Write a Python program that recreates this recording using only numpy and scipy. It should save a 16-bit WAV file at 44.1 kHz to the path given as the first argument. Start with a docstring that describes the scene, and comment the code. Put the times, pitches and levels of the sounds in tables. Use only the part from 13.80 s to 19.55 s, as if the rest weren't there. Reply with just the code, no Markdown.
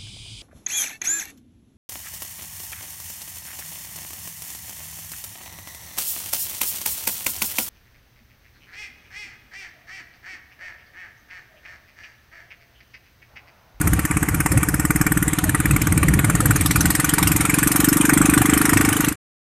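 """A small outboard motor drives a wooden longboat up a river, heard from the bow, and speeds up.
Each beat of the motor is a low exhaust thump, a hard clack of the casing, then a short spit of hiss.
Water rushes along the hull and wind buffets the microphone, now and then with a brief thud,
until everything stops abruptly."""
import sys
import numpy as np
from scipy import signal
from scipy.fft import rfft, irfft
from scipy.io import wavfile
from scipy.ndimage import uniform_filter1d

SR = 44100
rng = np.random.default_rng(int(sys.argv[2]) if len(sys.argv) > 2 else 0)


def to_wav(sig):
    """Store sig (one row per channel, or 1-D mono) as 16-bit WAV at the path in sys.argv[1].

    Samples outside -1..1 are clipped; the rate is SR.
    """
    pcm = np.clip(np.atleast_2d(sig), -1, 1) * 32767
    pcm = np.round(pcm).astype(np.int16)
    wavfile.write(sys.argv[1], SR, pcm.T)  # frames by channels


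N = 253575
STOP_S = 5.357
TIME = np.arange(N) / SR
HZ = np.fft.rfftfreq(N, 1 / SR)
LEAD = 512  # samples of a beat that come before the middle of its thump
AGE = (np.arange(5 * LEAD) - LEAD) / SR  # seconds from the middle of a thump

# Pitches at which the motor casing rings: pitch_hz, width_hz, lift_db
CASING_RINGS = [(430, 60, 5), (745, 50, 7.5), (930, 60, 5), (1168, 100, 6), (1457, 75, 6.5), (1835, 150, 3),
                (2368, 130, 4)]


def exhaust():
    """The exhaust gives a deep push and rings its pipe; a higher thump takes over as the throttle opens."""
    thump_db = throttle_db(shut_db=-26.5, added_db=6.76, power=5.22)
    load = throttle()
    beats = firings(scatter_db=1.58)
    deep_swing = swing(hz=133, delay_s=.0001, length_s=.0025)
    after_kick = swing(hz=186, delay_s=.00657, length_s=.0008)
    push = play(beats, deep_swing + 2 * after_kick)
    thump = play(beats, swing(hz=284, delay_s=.0001, length_s=.003))
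    pipe = play(firings(scatter_db=-.4), ring(hz=311.8, delay_s=.00779, decay_s=.0074))
    pulses = (gain_of(3.5 - 7.5 * load) * push
              + gain_of(-10 + 12.24 * load) * thump
              + gain_of(-4 - 10 * load) * pipe)
    muffled = irfft(rfft(pulses) / (1 + (HZ / 430) ** 10), N)  # the muffler cuts above 430 Hz
    planks = play(firings(scatter_db=1), ring(hz=431, delay_s=.012, decay_s=.014))  # boom under load
    return gain_of(thump_db) * (muffled + gain_of(-24.5 + 5.1 * load) * planks)


def clack():
    """A sharp knock, firmer under load, shakes the casing into a clanking rattle that lingers faintly."""
    # Tone of the rattle: pitch_hz, level_db
    rattle_tone = [(250, -28), (420, -2), (560, -17), (660, -14.5), (780, 1.5), (1000, -4), (1200, 5),
                   (1500, 5), (1900, 5.5), (2600, -4.5), (2900, -23), (3600, -33), (5000, -37.5),
                   (8000, -62)]
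    clack_db = throttle_db(shut_db=-29.5, added_db=4.2, power=5.8) + strike_db()
    load = throttle()
    knock = play(firings(scatter_db=1), swing(hz=1320, delay_s=.005266, length_s=.0006))
    rattle = bursts(noise(rattle_tone, CASING_RINGS), .84 * beat_decay(), delay_s=.0037, rise_s=.0023,
                    scatter_db=3, colour_db=18.5, patch_hz=379)
    tail_shape = play(firings(scatter_db=4.5), puff(delay_s=.0061, rise_s=.0024, decay_s=.011))
    tail = tail_shape * noise(rattle_tone, CASING_RINGS)
    blow = gain_of(-17 + 11 * load) * knock + gain_of(-2.5 - 1.6 * load) * rattle
    return gain_of(clack_db) * (blow + gain_of(-11) * tail + gain_of(-5) * clanks())


def strike_db():
    """How much harder or softer than usual the casing is struck."""
    # Slow changes in the rattling: time_s, extra_db
    rattling = [(0, 0.5), (1.25, -1), (1.42, -3.5), (1.65, 0), (2.7, 1.5), (3.0, 0.5), (3.6, 1.5),
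                (4.18, -4), (4.3, -1), (4.85, 3), (5.3, 0)]
    # Single strokes that knock harder: time_s, extra_db
    hard_knocks = [(.487, 2), (.942, 3), (1.267, 4.5), (1.748, 5.5), (2.391, 3), (2.707, 2), (2.909, 1),
                   (4.85, 2)]
    reach_s = .022  # about half a beat
    knocks_db = sum(db * np.exp(-((TIME - s) / reach_s) ** 4) for s, db in hard_knocks)
    return curve(rattling) + knocks_db + .7 * wander(rate_hz=9.6)


def clanks(low_hz=1150, high_hz=2600, count=2):
    """Loose metal rings briefly at random pitches on each beat, reaching higher under load."""
    beats, out = firings(scatter_db=.95), np.zeros(N + len(AGE))
    top_hz = high_hz * (1 + .3 * throttle())
    for at in np.flatnonzero(beats):
        pitches = low_hz * (top_hz[at] / low_hz) ** rng.beta(2, 2, count)
        sizes = rng.rayleigh(1, count)
        clank = sum(size * ring(hz, delay_s=.0046, decay_s=.0052) for hz, size in zip(pitches, sizes))
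        out[at:at + len(AGE)] += beats[at] * clank / np.linalg.norm(clank)
    return out[LEAD:LEAD + N]


def spit():
    """Gas and spray hiss out after each thump, louder as the motor works harder."""
    # Tone of the hiss: pitch_hz, level_db
    hiss_tone = [(1800, -39), (3000, -6), (4200, -10), (5200, -7.5), (6300, -7), (7200, -1), (8200, 4),
                 (9300, 3.5), (10500, -1), (12200, -4), (13300, 0.5), (14500, -10)]
    # Thin ringing bands in the hiss: pitch_hz, width_hz, lift_db
    sizzle = [(5256, 36, 11), (6160, 430, 3.5), (7860, 190, 2), (11600, 170, 4.5), (12000, 200, 6.5)]
    spit_db = throttle_db(shut_db=-28.6, added_db=6.1, power=.55) + .54 * wander(rate_hz=2.7)
    hiss = bursts(noise(hiss_tone, sizzle), .75 * beat_decay(), delay_s=.0047, rise_s=.0021,
                  scatter_db=-.23, colour_db=8.5, patch_hz=454.6)
    return gain_of(spit_db + .92 * wander(rate_hz=440)) * hiss


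def firings(scatter_db):
    """The motor fires once a turn: one click a beat, each of a slightly random size."""
    # Motor speed: time_s, beats_per_s
    motor_speed = [(0.0, 16.63), (0.59, 17.257), (1.19, 18.746), (1.47, 18.817), (1.75, 18.415),
                   (2.06, 18.789), (2.47, 18.596), (3.43, 22.242), (3.72, 22.434), (4.13, 24.069),
                   (4.93, 25.672), (5.36, 25.416)]
    speed = curve(motor_speed)
    turns = np.floor(np.cumsum(speed) / SR - .123)  # the first beat comes .123 of a turn in
    at = np.flatnonzero(np.diff(turns))
    at = at[TIME[at] < STOP_S - .02]
    clicks = np.zeros(N)
    # Faster clicks are smaller, so speed alone adds no loudness.
    clicks[at] = np.sqrt(SR / speed[at]) * gain_of(scatter_db * rng.standard_normal(len(at)))
    return clicks


def throttle():
    """How far the throttle is open at every sample, from 0 (shut) to 1 (wide open)."""
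    # Throttle position: time_s, fraction_open
    positions = [(0, 0.03), (2.3, 0), (2.8, 0.35), (3.65, 0.62), (4.2, 0.97), (5.3, 0.96)]
    return np.clip(curve(positions), 0, 1)


def throttle_db(shut_db, added_db, power):
    """A level that grows with the throttle; a high power holds the growth back until nearly wide open."""
    return shut_db + added_db * throttle() ** power


def beat_decay():
    """The base time in seconds from which the rattle and the spit take their dying away."""
    # Base fading time: time_s, decay_s
    decays = [(0, 0.0064), (1.2, 0.0074), (2.2, 0.0051), (2.8, .009), (3.5, 0.01), (4.1, 0.011),
              (5.3, 0.0079)]
    return curve(decays)


def water():
    """The bow wave rushes as the boat gathers pace, and the hull throws fine spray."""
    # Swelling and sinking of the bow wave: time_s, level_db
    bow_wave = [(0, -34.5), (.4, -34.5), (.85, -32.5), (1.6, -33.5), (2.7, -33.5), (3.5, -31), (4.2, -29.5),
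                (4.8, -28), (5.3, -29)]
    # Tone of the rushing water: pitch_hz, level_db
    rush_tone = [(200, -7.5), (420, -2.5), (540, -3), (660, -8), (850, -4), (1150, -1.5), (1500, -2.5),
                 (2000, -2), (2500, -4), (3000, -7.5), (4000, -13.5), (5500, -27), (9000, -80)]
    # Tone of the spray: pitch_hz, level_db
    spray_tone = [(2500, -32), (4000, -6), (5200, -9), (6500, -3.5), (7600, -0.5), (8700, 1.5), (9700, 0),
                  (10800, -6.5), (12400, -8.5), (14500, -20)]
    rush = gain_of(curve(bow_wave) - .5 + wander(rate_hz=33)) * noise(rush_tone, CASING_RINGS)
    spray_db = throttle_db(shut_db=-38.6, added_db=6.1, power=.77) + .44 * wander(rate_hz=150)
    return rush + gain_of(spray_db) * noise(spray_tone)


def wind():
    """Wind on the microphone makes a deep rumble and a higher, lumpy buffeting; both swell in gusts."""
    # Tone of the buffeting: pitch_hz, level_db
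    buffet_tone = [(20, -38), (50, -5), (80, -1.5), (120, 0.5), (175, -2.5), (230, -12.5), (330, -17.5),
                   (480, -28.5), (800, -32), (1600, -61.5)]
    # Tone of the rumble: pitch_hz, level_db
    rumble_tone = [(15, -27), (30, -22), (48, -13), (65, 7), (90, -1.5), (140, -12.5), (300, -44.5)]
    # Slow changes in the rumble: time_s, level_db
    rumble_levels = [(0, -29.5), (1.3, -24.5), (1.7, -35), (3.0, -40), (4.2, -35.5), (4.8, -33), (5.3, -34)]
    wind_db = gusts_db()
    lumps_db = 1.6 * wander(rate_hz=25)
    buffet = gain_of(wind_db - 2.27 + lumps_db) * noise(buffet_tone)
    rumble_db = curve(rumble_levels) + .67 * (wind_db - wind_db.mean()) + 2.2 * lumps_db
    return buffet + gain_of(rumble_db) * noise(rumble_tone)


def gusts_db():
    """Strength of the wind: each gust swells and falls on top of the breeze."""
    # Gusts: peak_s, length_s, level_db
    gusts = [(0.063, 0.053, -15), (0.145, 0.11, -23), (0.422, 0.12, -24), (0.567, 0.078, -16),
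             (0.753, 0.093, -16), (0.933, 0.097, -28), (1.363, 0.11, -28), (1.7, .1, -22),
             (1.932, 0.084, -19.5), (2.2, 0.37, -20), (2.378, 0.039, -15), (2.645, 0.24, -21),
             (3.03, 0.16, -20.5), (3.48, .12, -26)]
    # The breeze between gusts: time_s, level_db
    breeze_levels = [(0, -36), (1.5, -30.5), (2.2, -24.5), (2.9, -20), (3.4, -27.5), (4.3, -26.5),
                     (5.3, -25)]
    swells = sum(gain_of(db) * np.exp(-(2 * (TIME - s) / length) ** 2) for s, length, db in gusts)
    breeze = gain_of(curve(breeze_levels) + 2.4 * wander(rate_hz=9.9))
    return 20 * np.log10(breeze + swells)


def buffet_thuds():
    """Strong wind buffets thud briefly on the microphone, each with a short note falling in pitch."""
    # Thuds of wind: start_s, level_db, base_pitch_hz
    thuds = [(0.737, -27, 469), (1.652, -30, 545), (2.24, -30.5, 476), (2.484, -31, 518), (2.625, -26, 437)]
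    out = np.zeros(N)
    for start_s, db, hz in thuds:
        age = np.maximum(TIME - start_s, 0)
        cycles = hz * age * (.8 + .39 * np.exp(-age / .33))
        loudness = (1 - np.exp(-age / .002)) * np.exp(-age / .029)
        out += gain_of(db) * np.sin(2 * np.pi * cycles) * loudness
    return out


def drifting(hiss, width_hz=750, patchy_db=2):
    """The tone of the hiss shifts: a moving dip and small, passing louder and softer patches."""
    # A dip in the treble that drifts and at times fills in: time_s, centre_hz, change_db
    dip = [(0, 4100, -5.5), (.5, 4000, -11.5), (1.102, 3900, -13.5), (1.6, 4900, -6.5), (2.1, 5100, -1),
           (2.5, 5040, -7), (2.9, 4300, 3), (4.4, 4500, -5.5), (5.301, 4270, -1.5)]
    hz, times, spectrum = signal.stft(hiss, SR, nperseg=256)
    dip_s, centre_hz, change_db = np.transpose(dip)
    distance_hz = hz[:, None] - np.interp(times, dip_s, centre_hz)
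    dip_db = np.interp(times, dip_s, change_db) * np.exp(-.5 * (distance_hz / width_hz) ** 2)
    patches = uniform_filter1d(rng.standard_normal(spectrum.shape), size=3, axis=0)  # blur in pitch
    patches = evened(uniform_filter1d(patches, size=14, axis=1))  # blur in time
    return signal.istft(spectrum * gain_of(dip_db + patchy_db * patches), SR, nperseg=256)[1][:N]


def bursts(source, decay_s, delay_s, rise_s, scatter_db, colour_db, patch_hz):
    """Cuts a puff out of a noise at every beat, each with its own random length and tone colour."""
    beats, out = firings(scatter_db), np.zeros(N + len(AGE))
    hz = np.fft.rfftfreq(len(AGE), 1 / SR)
    variation = np.clip(hz / 1500, 0, 1) ** 2  # low notes vary least
    for at in np.flatnonzero(beats):
        late, longer = rng.standard_normal(2)
        patches = np.interp(hz / patch_hz + rng.random(), np.arange(200), rng.uniform(-1, 1, 200))
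        burst = irfft(rfft(source[at:at + len(AGE)]) * gain_of(colour_db * variation * patches))
        burst *= puff(delay_s + .00015 * late, rise_s, decay_s[at] * np.exp(.06 * longer))
        out[at:at + len(AGE)] += beats[at] * burst / np.linalg.norm(burst)
    return out[LEAD:LEAD + N]


def play(clicks, shape):
    """Sounds a short shape, scaled to an energy of 1, at every click."""
    return signal.oaconvolve(clicks, shape / np.linalg.norm(shape))[LEAD:LEAD + N]


def swing(hz, delay_s, length_s):
    """A brief swing of air pressure around a central dip."""
    age = AGE - delay_s
    return -np.cos(2 * np.pi * hz * age) * np.exp(-.5 * (age / length_s) ** 2)


def ring(hz, delay_s, decay_s):
    """One fading note of something struck."""
    return np.sin(2 * np.pi * hz * (AGE - delay_s)) * puff(delay_s, .000083, decay_s)


def puff(delay_s, rise_s, decay_s):
    """A loudness shape that opens quickly and dies away."""
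    age = np.maximum(AGE - delay_s, 0)
    return (1 - np.exp(-(age / rise_s) ** 2)) * np.exp(-age / decay_s)


def noise(tone, rings=()):
    """Noise with a smooth tone, lifted at any ringing pitches."""
    pitches, db = np.transpose(tone)
    level_db = np.interp(np.log(HZ + 1), np.log(pitches + 1), db)
    for hz, width_hz, lift_db in rings:
        level_db += lift_db / (1 + (2 * (HZ - hz) / width_hz) ** 2)
    return evened(irfft(rfft(rng.standard_normal(N)) * gain_of(level_db), N))


def wander(rate_hz):
    """A smooth random wobble of typical size 1."""
    return evened(irfft(rfft(rng.standard_normal(N)) * np.exp(-(HZ / rate_hz) ** 2), N))


def curve(rows):
    """Joins (time_s, value) points with straight lines, giving a value at every sample."""
    return np.interp(TIME, *np.transpose(rows))


def evened(x):
    """Scales a signal to a typical size (root mean square) of 1."""
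    return x / np.sqrt(np.mean(x ** 2) + 1e-20)


def gain_of(db):
    """Turns decibels into a number to multiply by."""
    return 10 ** (np.asarray(db) / 20)


def scene():
    """Motor, water and wind in one channel."""
    # The whole motor sounds a little louder or softer at the bow: time_s, level_db
    motor_levels = [(0, -1.5), (.85, -.5), (1.2, 2), (1.5, 0.1), (2.7, 0.26), (3.3, 1.5), (4.0, 1.5),
                    (5.03, -0.5), (5.15, -3.5), (5.3, -2.5)]
    motor_gain = gain_of(curve(motor_levels))
    motor = motor_gain * (exhaust() + clack())
    hiss = drifting(motor_gain * spit() + water())
    return (motor + hiss + buffet_thuds() + wind())[None]


def record(dry):
    """Cuts the deepest bass, fades quickly into the stop, rounds the peaks and cuts the highest treble."""
    dry = signal.lfilter(*signal.butter(2, 32, "high", fs=SR), dry)
    fade_db = np.interp(TIME, [5.29, 5.325, 5.35], [0, -7, -18])
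    faded = dry * gain_of(fade_db) * np.clip((STOP_S - TIME) / .002, 0, 1)
    ceiling, top_hz = .8, 14500
    rounded = faded / (1 + (faded / ceiling) ** 4) ** .25
    treble_cut = signal.firwin(201, top_hz, window=("kaiser", 7), fs=SR)
    return signal.oaconvolve(rounded, treble_cut[None], "same")


dry = scene()
out = record(dry)
to_wav(out)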